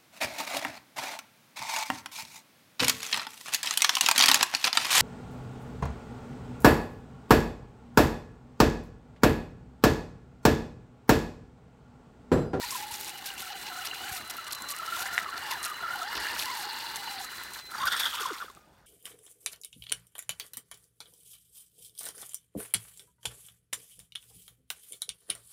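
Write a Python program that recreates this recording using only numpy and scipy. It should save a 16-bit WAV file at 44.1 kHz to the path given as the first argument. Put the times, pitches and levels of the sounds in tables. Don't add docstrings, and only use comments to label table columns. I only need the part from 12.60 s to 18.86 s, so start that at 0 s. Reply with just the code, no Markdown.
import sys
import numpy as np
from scipy import signal
from scipy.io import wavfile
from scipy.ndimage import uniform_filter1d

SR = 44100
rng = np.random.default_rng(int(sys.argv[2]) if len(sys.argv) > 2 else 0)


def wav_record(signal):
    frames = np.transpose(np.atleast_2d(signal))
    bounded = np.clip(frames, -1, 1)
    quanta = np.round(bounded * 32767).astype(np.int16)
    wavfile.write(sys.argv[1], SR, quanta)


def makeup_ratio(level_db):
    decades = np.asarray(level_db, float) / 20
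    return 10 ** decades


N = 276066

# f/Hz, relative level per Hz/dB
AIR_COLOUR = [(15, -82), (25, 0.5), (104, -8), (165, -12), (247, -7.5), (315, -48), (498, -11.5),
              (602, -12), (1250, -22.5), (6810, -41), (15700, -85)]
# t/s, level/dB
RUMBLE_LEVEL = [(0, -54.5), (1.06, -61), (1.57, -58), (2.32, -59.5), (2.7, -56), (4.58, -58.5),
                (5.04, -61.5), (6.26, -67)]
# f/Hz, relative level per Hz/dB
GROUND_COLOUR = [(15, -41), (25, -38), (59, 3.5), (151, 1), (283, 3.5), (369, 4), (480, -2.5), (617, -1.5),
                 (700, 0.5), (910, 3), (1540, -120)]
# t/s, level/dB, f/Hz
WIND_THUMPS = [(0.06, -37, 53.4), (0.32, -36, 87.2), (1.515, -29, 93.7), (3.598, -46, 86.1),
               (5.247, -33, 68.2)]
# t/s, level/dB
WHISTLE_LEVEL = [(.12, -55), (.8, -57), (.93, -50), (1.1, -49), (1.33, -49.5), (1.5, -54), (1.65, -48.5),
                 (1.85, -51), (2.03, -45.5), (2.3, -52), (2.55, -48), (2.65, -58), (2.72, -50), (2.85, -56),
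                 (3.0, -49), (3.5, -52), (4.07, -48.5), (4.3, -48), (4.68, -49), (4.78, -50), (4.92, -48.5),
                 (5.15, -51)]
# t/s, f/Hz
WHISTLE_PITCH = [(0, 2024), (4.98, 2024), (5.03, 2029)]
# multiple of the base pitch, relative level/dB
WHISTLE_HARMONICS = [(1, -8), (2, 0), (3, -20), (4, -22)]
# t/s, level/dB
SERVO_LEVEL = [(5.9, -74), (6.04, -63), (6.08, -76), (6.26, -83)]
# f/Hz, level/dB (used relative to the first)
SERVO_TONES = [(1227, -58), (2482, -68), (4904, -77)]
# t/s, level/dB
GRIND_LEVEL = [(0, -41.5), (.85, -48), (1.3, -44.5), (1.55, -42), (1.64, -50.5), (1.8, -48), (2.03, -50),
               (2.4, -43), (2.58, -47), (2.65, -51), (2.76, -50.5), (2.9, -42), (2.97, -49), (3.3, -48),
               (3.7, -43.5), (4.2, -45.5), (4.97, -49.5), (5.05, -56), (5.35, -41), (5.8, -52.5),
               (5.95, -63.5), (6.25, -78.5)]
# f/Hz, relative level per Hz/dB
GRIT_COLOUR = [(1180, -15), (2000, 4), (2440, 3.5), (2900, -2.5), (3850, 1.5), (4130, -0.5), (4950, -2),
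               (8810, -2), (10300, -5.5), (12200, -3.5), (15700, -5.5)]
# middle t/s, level/dB, length/s, tilt of the lows/dB
LEAF_CRUNCHES = [(0.036, -48, 0.048, -8), (0.147, -40.5, 0.11, -4), (0.34, -41.5, 0.071, 3.5),
                 (0.399, -50, 0.019, -8), (0.454, -48.5, 0.12, -8), (0.481, -50.5, 0.029, 11),
                 (0.58, -49, 0.017, -7), (0.67, -38.5, 0.03, 1), (0.807, -44, 0.07, 5),
                 (0.926, -55, 0.027, 16), (1.08, -50, 0.0353, 14.5), (1.182, -49, 0.046, -5),
                 (1.263, -38.5, 0.035, 8.5), (1.352, -49, 0.022, 12), (1.527, -44, 0.015, -4),
                 (1.565, -42, 0.049, 2), (1.707, -38, 0.021, 4), (1.779, -49, 0.021, 4),
                 (1.847, -44, 0.0096, 1), (1.877, -42, 0.022, 5.5), (1.913, -45.5, 0.012, 11),
                 (1.929, -36, 0.016, -4), (1.953, -40, 0.013, -9), (2.023, -47, 0.014, -10),
                 (2.108, -39, 0.05, -3), (2.16, -51, 0.036, -6), (2.265, -45, 0.011, -7),
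                 (2.411, -37.5, 0.06, 2.5), (2.466, -44, 0.043, 1), (2.542, -39, 0.024, -6),
                 (2.585, -48, 0.071, 0), (2.775, -49, 0.02, 12.5), (2.924, -42.5, 0.05, 8),
                 (3.051, -37, 0.047, 4), (3.107, -49, 0.03, -2), (3.57, -47, 0.043, 13),
                 (3.606, -43.5, 0.02, -1), (3.817, -37.5, 0.068, 6.5), (3.856, -39, 0.012, -10),
                 (4.007, -45.5, 0.092, -2), (4.203, -46.5, 0.04, 6), (4.365, -39.5, 0.017, 3.5),
                 (4.627, -47, 0.083, -7), (4.86, -53, 0.068, -11), (4.946, -44, 0.02, 8),
                 (4.995, -47, 0.017, 11), (5.272, -42.5, 0.04, 6), (5.328, -42, 0.023, -11),
                 (5.409, -34.5, 0.032, 5), (5.452, -42.5, 0.065, -4), (5.552, -45, 0.03, 4),
                 (5.64, -46, 0.087, -1), (5.745, -53, 0.035, 12), (5.89, -60, 0.014, 3),
                 (5.901, -59, 0.0096, 8.5)]
# f/Hz, relative level per Hz/dB
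LEAF_COLOUR = [(350, -24.5), (600, -2.5), (1060, -0.5), (2350, -5.5), (3310, -4.5), (4120, -1.5),
               (5560, -0.5), (13300, -1.5), (15700, -16)]
FRAGMENT_PITCHES = [2620, 3500, 4270, 5530, 7000, 8800, 11240, 12700, 15000]
# t/s, peak/dB, f/Hz
STEM_CRACKS = [(0.1153, -17, 9000), (0.411, -19, 12800), (0.4471, -20, 7000), (.495, -21, 9130),
               (0.739, -27, 11020), (.7806, -33, 8000), (0.798, -32, 6000), (.804, -24, 11500),
               (1.159, -34, 7000), (1.363, -30, 9000), (1.4622, -31, 7000), (1.4965, -25, 8940),
               (1.527, -25, 12000), (1.5519, -21, 9500), (1.6774, -27, 10500), (1.7045, -27, 8970),
               (1.7685, -21, 12500), (1.8677, -31, 8030), (1.882, -28, 9230), (1.9237, -20, 10500),
               (1.932, -25, 9000), (1.952, -34, 6000), (2.0217, -20.5, 7600), (2.0882, -23, 6000),
               (2.105, -15.5, 12000), (2.1123, -16, 8800), (2.165, -20, 9000), (2.1877, -20.5, 9360),
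               (2.5301, -27, 6000), (2.7678, -35, 3980), (2.9857, -33, 6000), (3.03, -16, 9260),
               (3.0505, -13, 9440), (3.0817, -24, 8990), (3.1004, -24, 11000), (3.3583, -25, 12000),
               (3.8572, -21, 12040), (4.359, -18, 6240), (4.8164, -34, 7000), (4.836, -24, 13400),
               (4.936, -22, 8600), (5.115, -26.5, 10200), (5.2564, -16, 12000), (5.688, -29, 7500),
               (5.9501, -36, 7700)]
# t/s, peak/dB
STONE_HITS = [(2.579, -8), (2.5888, -18), (2.6005, -27)]
# f/Hz, relative level/dB, t60/s
STONE_MODES = [(1500, -21, 0.034), (1916, 20.5, 0.0066), (2570, 3, 0.0067), (3720, 0, 0.016),
               (6000, -9, 0.007)]
# t/s, peak/dB, starting f/Hz, length/s, end pitch over starting pitch
SETTLING_GROANS = [(5.607, -39, 528.5, 0.03, 0.5), (5.705, -34.5, 524, 0.039, 0.4),
                   (5.844, -42.5, 482, 0.0072, 0.79), (5.896, -56, 400, 0.025, 1)]
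# t/s, peak of the note/dB, starting f/Hz
TOOTH_CLACKS = [(0.12, -34.5, 1084), (0.149, -30, 1024), (.825, -40, 1390), (.865, -39.5, 1370),
                (1.115, -38, 1360), (1.139, -43, 1360), (1.16, -40, 1310), (1.204, -39, 1340),
                (1.235, -39, 1333), (1.265, -41, 1370), (1.575, -39.5, 1320), (1.783, -32, 1375),
                (2.194, -31, 1350), (2.228, -31, 1382), (2.276, -31, 1363), (2.321, -27, 1409),
                (2.345, -30, 1390), (2.398, -32, 1415), (2.419, -36, 1440), (2.624, -37, 1400),
                (2.657, -33, 1333), (2.684, -34.5, 1150), (2.725, -32.5, 1381), (3.057, -30.5, 1430),
                (3.112, -32, 1214), (3.206, -31, 1388), (3.228, -30, 1437), (3.278, -30, 1415),
                (3.303, -27.5, 1411), (3.33, -30, 1482), (3.372, -37, 1400), (3.415, -27.5, 1340),
                (4.64, -39, 1302), (5.117, -35, 1360), (5.148, -29.5, 1354), (5.229, -25.5, 1330),
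                (5.269, -20, 1540), (5.28, -20.5, 1403), (5.343, -23, 1434), (5.541, -32.5, 985),
                (5.586, -32, 1290), (5.631, -28, 1198), (5.655, -22.5, 1063), (5.701, -32, 1243),
                (5.809, -33.5, 1445), (5.823, -31.5, 1200), (5.881, -40, 1310), (5.899, -42.5, 1120),
                (5.971, -47, 1240)]
# t/s, peak/dB, approximate pitch of the struck panel f/Hz
SHELL_SLAPS = [(5.1791, -28, 4700), (5.1968, -29, 3570), (5.2144, -26.5, 3590), (5.232, -24.5, 3400),
               (5.27, -20, 4650), (5.282, -26, 5540), (5.308, -32, 3454), (5.3256, -28, 3390),
               (5.3635, -24.5, 8800), (5.3725, -31, 3490), (5.4005, -19.5, 3410), (5.4407, -39, 3402),
               (5.4591, -35, 3500), (5.5338, -29, 3510), (5.5724, -35, 3180), (5.5973, -27, 3390),
               (5.6605, -28.5, 3400), (5.7214, -47, 5300), (5.7403, -38, 5400), (5.7751, -33.5, 4140),
               (5.823, -44, 4500)]
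# f/Hz, relative level/dB, t60/s
SHELL_MODES = [(3400, -3, .015), (4680, -3, .014), (5590, -5, .014), (6730, -7, .012), (8760, -6, .012),
               (12000, -8, .008)]
# t/s, level/dB
RATTLE_LEVEL = [(0, -46), (.13, -45.5), (.45, -50), (.85, -46.5), (1.5, -43.5), (1.64, -47), (1.8, -42),
                (2.08, -43.5), (2.6, -38), (2.75, -40), (2.9, -36), (2.97, -40), (3.5, -38.5),
                (3.64, -33.5), (3.77, -39), (4.5, -41.5), (5.0, -44.5), (5.04, -57), (5.09, -55),
                (5.15, -41.5), (5.28, -39), (5.297, -45), (5.33, -35), (5.36, -45.5), (5.405, -36.5),
                (5.43, -41.5), (5.46, -36), (5.53, -51), (5.6, -42), (5.68, -42.5), (5.78, -51.5),
                (5.83, -47.5), (5.87, -58), (6.0, -72.5), (6.26, -69.5)]
# f/Hz, width/Hz, level under power re rattle/dB
CHASSIS = [(1000, 264, -10), (1438, 250, -8), (1800, 350, -7.5)]
CHASSIS_SLACK = [4, 8.5, -0.5]
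# f/Hz, width/Hz, level under power re rattle/dB, slope per octave of gear speed/dB,
# level rolling free re rattle/dB, slope rolling free/dB
LOOSE_PARTS = [(3483, 300, -19, 16, -19.5, 22.2), (4600, 970, -15, 15, -23, 14.7)]
# f/Hz, width/Hz
MOUNT = (2890, 150)
# t/s, level re rattle/dB
MOUNT_LEVEL = [(0, -8), (.5, -4), (1.15, -5.5), (1.35, -2.5), (1.6, -7.5), (1.9, -15), (2.3, -7.5),
               (2.62, -12), (2.9, -11), (3.3, -12.5), (3.75, -9.5), (4.5, -10), (4.7, -12.5), (5.1, -18.5),
               (6.26, -14)]
# f/Hz, width/Hz, level re the mount/dB
MOUNT_SWAY = (390, 100, -12.5)
# f/Hz, width/Hz
PINION = (4210, 630)
# t/s, level re rattle/dB
SCREECH_LEVEL = [(0, -6), (.1, 4), (.15, -15), (.6, -9), (3.4, -21), (3.7, -13), (4.1, -5.5), (4.35, -7.5),
                 (4.6, -7.5), (4.7, -13), (6.26, -22)]
# t/s, mean tooth rate f/Hz, load level/dB
GEAR_TRAIN = [(0, 944, -52), (.035, 964, -43), (.075, 821.3, -47), (.14, 1020, -59), (.19, 838, -42),
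              (.4, 846, -51), (.62, 761, -52.5), (.71, 806, -47.5), (.75, 760, -54), (.8, 735, -52.5),
              (.94, 790, -44.5), (1.0, 704.5, -51), (1.08, 869, -47.5), (1.13, 720, -46),
              (1.22, 738, -44.5), (1.28, 687, -52), (1.33, 732.6, -46.5), (1.47, 790, -44),
              (1.57, 740, -46.5), (1.63, 598, -52), (1.7, 719, -47), (2.03, 523.6, -60), (2.2, 656.4, -47),
              (2.37, 680, -43.5), (2.47, 803, -42.5), (2.53, 693, -42), (2.62, 687.5, -43.5),
              (2.69, 578, -61), (2.73, 719, -50), (2.77, 674, -44), (2.81, 747, -51), (2.85, 900, -45),
              (2.88, 793, -49.5), (2.92, 1012, -39.5), (3.0, 626, -54), (3.19, 587.7, -65),
              (3.23, 708, -39.5), (3.27, 618.5, -48), (3.33, 738, -46), (3.37, 792, -43),
              (3.42, 675.4, -38.5), (3.46, 796, -39.5), (3.56, 1040, -52), (3.62, 875, -44.5),
              (3.76, 909.4, -46.5), (3.82, 813, -48.5), (3.88, 1013, -41), (4.04, 797.5, -43),
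              (4.1, 884, -45.5), (4.36, 897, -48.5), (4.41, 775, -50), (4.45, 938, -44.5),
              (4.5, 803, -44.5), (4.63, 736, -42.5), (4.68, 706, -81), (5.16, 752, -87), (5.18, 829, -45),
              (5.21, 1000, -38), (5.245, 1123, -36.5), (5.28, 1500, -45), (5.33, 1715, -33),
              (5.44, 1723, -37), (5.6, 1313, -45.5), (5.77, 1148, -46.5), (5.8, 1081, -94)]
# t/s, level re tooth tone/dB
OCTAVE_LEVEL = [(0, -1.5), (.5, -30), (.7, 1.5), (.85, -8), (1.0, -11), (1.2, -3.5), (1.35, -19),
                (1.48, -4), (1.6, -7.5), (2.0, 0), (2.35, -6), (2.62, -2), (2.72, 7), (2.85, -6),
                (2.93, -1), (3.0, 3), (3.1, 11.5), (3.3, -3), (3.42, -8), (3.47, -5.5), (3.65, 4),
                (4.0, -6), (4.6, -18), (5.2, -31), (5.42, -21), (5.6, 0)]
# multiple, level re tooth tone/dB
OVERTONES = [(3, -22), (4, -20), (5, -22), (6, -27)]
# f/Hz, gain/dB
CHASSIS_RADIATION = [(540, -9), (650, -16), (750, -2.5), (850, -0.5), (1050, 4), (1180, 5.5), (1380, 1.5),
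                     (1560, -1), (1750, -3.5), (2100, -4), (2650, -20), (2890, -15), (3100, 8), (3300, 4),
                     (3600, 9), (3850, -29), (4300, 14), (4800, 15), (5600, -23)]

TEETH = 17
POWER_OFF_S = 5.06


def evened(x):
    return x / np.sqrt(np.mean(x ** 2) + 1e-20)


def columns(rows):
    s, *rest = np.transpose(rows)
    return [np.interp(np.arange(N) / SR, s, c) for c in rest]


def gate(start_s, end_s, fade_s):
    return np.interp(np.arange(N) / SR, [start_s - fade_s, start_s, end_s, end_s + fade_s], [0, 1, 1, 0])


def drift(rate_hz):
    low_pass = signal.butter(2, rate_hz, fs=SR, output="sos")
    return evened(signal.sosfilt(low_pass, rng.standard_normal(N)))


def coloured(x, points):
    hz, db = np.transpose(points)
    log_gain = np.interp(np.log(np.fft.rfftfreq(4096, 1 / SR) + 1), np.log(hz), db) * np.log(10) / 20
    circle = np.r_[log_gain, log_gain[-2:0:-1]]
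    taps = np.fft.ifft(np.exp(np.conj(signal.hilbert(circle)))).real
    return signal.oaconvolve(x, taps / np.linalg.norm(taps))[:N]


def resonate(x, hz, width):
    return signal.lfilter(*signal.iirpeak(hz, hz / width, SR), x)


def wandering(x, hz, width):
    turn = np.exp(2j * np.pi * np.cumsum(hz) / SR)
    r = np.exp(-np.pi * width / SR)
    return (turn * signal.lfilter([1], [1, -2 * r, r * r], x / turn)).real


def grains(per_s, spread_db):
    size = makeup_ratio(spread_db * np.minimum(rng.exponential(1, N), 4)) * rng.choice([-1., 1.], N)
    return size * (rng.random(N) < per_s / SR)


def snapping(per_s, spread_db):
    ticks = [evened(resonate(grains(per_s, spread_db), hz, 0.15 * hz)) for hz in FRAGMENT_PITCHES]
    return evened(sum(ticks))


def radiated(hz):
    f, db = np.transpose(CHASSIS_RADIATION)
    return np.interp(np.log(hz), np.log(f), db)


def add(mix, s, sound):
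    part = mix[max(round(s * SR), 0):][:len(sound)]
    part += sound[:len(part)]


def outdoors():
    air = makeup_ratio(-65.5) * evened(coloured(rng.standard_normal(N), AIR_COLOUR))
    lumpy = rng.standard_normal(N) * makeup_ratio(4.1 * drift(15.3))
    rumble = evened(coloured(lumpy, GROUND_COLOUR))
    return air + makeup_ratio(columns(RUMBLE_LEVEL)[0]) * rumble


def wind_thumps():
    out, t = np.zeros(N), np.arange(2000) / SR
    for s, db, hz in WIND_THUMPS:
        add(out, s, makeup_ratio(db) * np.sin(2 * np.pi * hz * t) * (t / 0.0062) * np.exp(1 - t / 0.0024))
    return out


def electronics():
    turn = 2 * np.pi * np.cumsum(columns(WHISTLE_PITCH)[0] * (1 + 0.0012 * drift(12))) / SR
    whistle = sum(makeup_ratio(db + 2.0 * drift(9)) * np.sin(k * turn) for k, db in WHISTLE_HARMONICS)
    t = np.arange(N) / SR
    servo = sum(makeup_ratio(db - SERVO_TONES[0][1]) * np.sin(2 * np.pi * f * t) for f, db in SERVO_TONES)
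    driving, holding = gate(0, 5.175, .02), gate(5.9, 7, .03)
    return makeup_ratio(columns(WHISTLE_LEVEL)[0]) * whistle * driving + makeup_ratio(columns(SERVO_LEVEL)[0]) * servo * holding


def tyres(crush_middle=0.42):
    grit = evened(snapping(60, 3.2) + 1.7 * rng.standard_normal(N))
    grit = grit * makeup_ratio(1.6 * drift(29) + 1.8 * drift(9))
    bed = makeup_ratio(columns(GRIND_LEVEL)[0]) * coloured(grit, GRIT_COLOUR)
    burst, low = np.zeros(N), np.zeros(N)
    for s, db, length, tilt_db in LEAF_CRUNCHES:
        u = np.linspace(0, 1, round(length * SR)) ** (np.log(.5) / np.log(crush_middle))
        shape = makeup_ratio(db) * np.minimum(3.0 * np.sin(np.pi * u) ** 2, 1)
        add(burst, s - length / 2, shape)
        add(low, s - length / 2, shape * (makeup_ratio(tilt_db) - 1))
    snaps = evened(snapping(350, 3.0) + 0.5 * evened(grains(2500, 3.6))) * makeup_ratio(2.6 * drift(90))
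    leaf = coloured(snaps * burst, LEAF_COLOUR)
    low_pass = signal.butter(2, 4500, fs=SR, output="sos")
    body = signal.sosfilt(low_pass, coloured(snaps * low, LEAF_COLOUR))
    return bed + leaf + body


def cracks():
    out, t = np.zeros(N), np.arange(2000) / SR
    for s, db, hz in STEM_CRACKS:
        add(out, s, makeup_ratio(db - 60 * t / .0013) * np.cos(2 * np.pi * hz * t))
    return out


def stone():
    out, t = np.zeros(N), np.arange(2000) / SR
    ring = sum(makeup_ratio(db - 60 * t / t60) * np.sin(2 * np.pi * hz * t) for hz, db, t60 in STONE_MODES)
    ring = ring * np.minimum(t / 0.00043, 1)
    for s, db in STONE_HITS:
        add(out, s, makeup_ratio(db) * ring / abs(ring).max())
    return out


def sliding_note(db, hz, length_s, glide):
    u = np.linspace(0, 1, round(length_s * SR))
    note = np.sin(2 * np.pi * np.cumsum(hz * glide ** u) / SR)
    return makeup_ratio(db) * np.sin(np.pi * u ** 0.51) ** 2 * note


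def groans():
    out = np.zeros(N)
    for s, *note in SETTLING_GROANS:
        add(out, s, sliding_note(*note))
    return out


def clacks(loaded_s=.027, slack_s=.014, glide=.94, tick_db=-13.5):
    out, t = np.zeros(N), np.arange(2000) / SR
    tick = sum(makeup_ratio(-60 * t * width / 0.89) * np.sin(2 * np.pi * hz * t)
               for hz, width, *_ in CHASSIS + LOOSE_PARTS + [MOUNT])
    for s, db, hz in TOOTH_CLACKS:
        length_s = slack_s if s > POWER_OFF_S else loaded_s
        add(out, s, sliding_note(db, hz, length_s, glide))
        add(out, s + 0.00148, makeup_ratio(db + tick_db) * tick / abs(tick).max())
    return out


def shell(slap_s=.014, taps_per_s=1200, panel_db=1, panel_t60_s=.016, vary_db=3.5, detune=.025):
    out, t = np.zeros(N), np.arange(1800) / SR
    u = np.linspace(0, 1, round(slap_s * SR))
    for s, db, panel_hz in SHELL_SLAPS:
        struck = rng.random(len(u)) < taps_per_s / SR
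        taps = rng.standard_normal(len(u)) * struck * np.sin(np.pi * u ** 0.51)
        taps[40] += .8
        modes = SHELL_MODES + [(panel_hz, panel_db, panel_t60_s)]
        where = rng.standard_normal((len(modes), 2))
        ring = sum(makeup_ratio(mode_db + vary_db * a - 60 * t / t60) * np.sin(2 * np.pi * hz * (1 + detune * b) * t)
                   for (hz, mode_db, t60), (a, b) in zip(modes, where))
        slap = np.convolve(taps, ring)
        add(out, s, makeup_ratio(db) * slap / abs(slap).max())
    return out


def rattle(taps_per_s=650, hiss=0.5, clump_db=2.1, beat_db=-1.5, cruise_hz=780, flex=.011, flex_hz=9):
    teeth_hz = columns(GEAR_TRAIN)[0]
    powered = gate(0, POWER_OFF_S, 0.04)
    slack = 1 - powered
    octaves = np.log2(uniform_filter1d(teeth_hz, size=5000) / cruise_hz)
    rings = [(hz, width, db + slack * slack_db)
             for (hz, width, db), slack_db in zip(CHASSIS, CHASSIS_SLACK)]
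    for hz, width, db, slope, free_db, free_slope in LOOSE_PARTS:
        part_db = powered * (db + slope * octaves) + slack * (free_db + free_slope * octaves)
        rings.append((hz, width, part_db))
    mount_db = columns(MOUNT_LEVEL)[0]
    sway_hz, sway_width, sway_db = MOUNT_SWAY
    rings += [(*MOUNT, mount_db), (sway_hz, sway_width, sway_db + mount_db)]
    rings.append((*PINION, columns(SCREECH_LEVEL)[0]))
    rings += [(hz, 2.5 * np.log(1000) / (np.pi * t60), db - 11 - 40 * powered)
              for hz, db, t60 in SHELL_MODES[1:]]
    half_shaft = np.pi * np.cumsum(teeth_hz / TEETH) / SR
    shared_db, out = 1.2 * drift(25), np.zeros(N)
    for hz, width, db in rings:
        drive = evened(grains(taps_per_s, 3.3)) + hiss * rng.standard_normal(N)
        centre = hz * (1 + flex * drift(flex_hz))
        ring = evened(wandering(drive, centre, 1.56 * width))
        beat = beat_db * np.sin(half_shaft + 2 * np.pi * rng.random())
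        out += makeup_ratio(db + clump_db * drift(28.0) + shared_db + beat) * ring
    return makeup_ratio(columns(RATTLE_LEVEL)[0]) * out


def whine(wobble=.031, runout=0.038, throb=0.42, flutter_db=2.5):
    hz, load_db = columns(GEAR_TRAIN)
    shaft = 2 * np.pi * np.cumsum(hz / TEETH) / SR
    chatter = .11 * gate(5.3, 7, .05) * drift(300)
    hz = hz * (1 + chatter + wobble * drift(38.47) + runout * np.sin(shaft / 2))
    turn = 2 * np.pi * np.cumsum(hz) / SR
    tone_level = makeup_ratio(load_db + radiated(hz) + flutter_db * drift(21.4))
    tone = tone_level * (1 + throb * np.sin(shaft)) * np.sin(turn)
    octave_level = makeup_ratio(load_db + columns(OCTAVE_LEVEL)[0] + radiated(2 * hz) + 4.7 * drift(65))
    octave = octave_level * (1 + 0.24 * np.sin(shaft / 2 + 1.37)) * np.sin(2 * turn)
    buzz = sum(makeup_ratio(load_db + db + radiated(k * hz) + 1.5 * drift(60)) * np.sin(k * turn)
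               for k, db in OVERTONES)
    return np.sqrt(2) * (tone + octave + gate(0, POWER_OFF_S, .03) * buzz)


def scene():
    place = outdoors()
    close = wind_thumps() + electronics() + tyres() + cracks() + stone() + groans() + clacks()
    close = close + shell() + rattle() + whine()
    t = np.arange(2500) / SR
    scatter = rng.standard_normal(len(t)) * makeup_ratio(-60 * t / .08) * (t > .003)
    echoes = signal.oaconvolve(close, scatter / np.linalg.norm(scatter))[:N]
    return (close + makeup_ratio(-22.0) * echoes + place)[None]


def top_cut(x):
    return signal.sosfilt(signal.butter(12, 16600, fs=SR, output="sos"), x)


def record(dry):
    low_cut = signal.butter(3, 42, "high", fs=SR, output="sos")
    cut = signal.sosfilt(low_cut, dry)
    limited = signal.oaconvolve(cut, signal.firwin(401, 15950, fs=SR)[None], "same")
    return top_cut(limited)


dry = scene()
out = record(dry)
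wav_record(out)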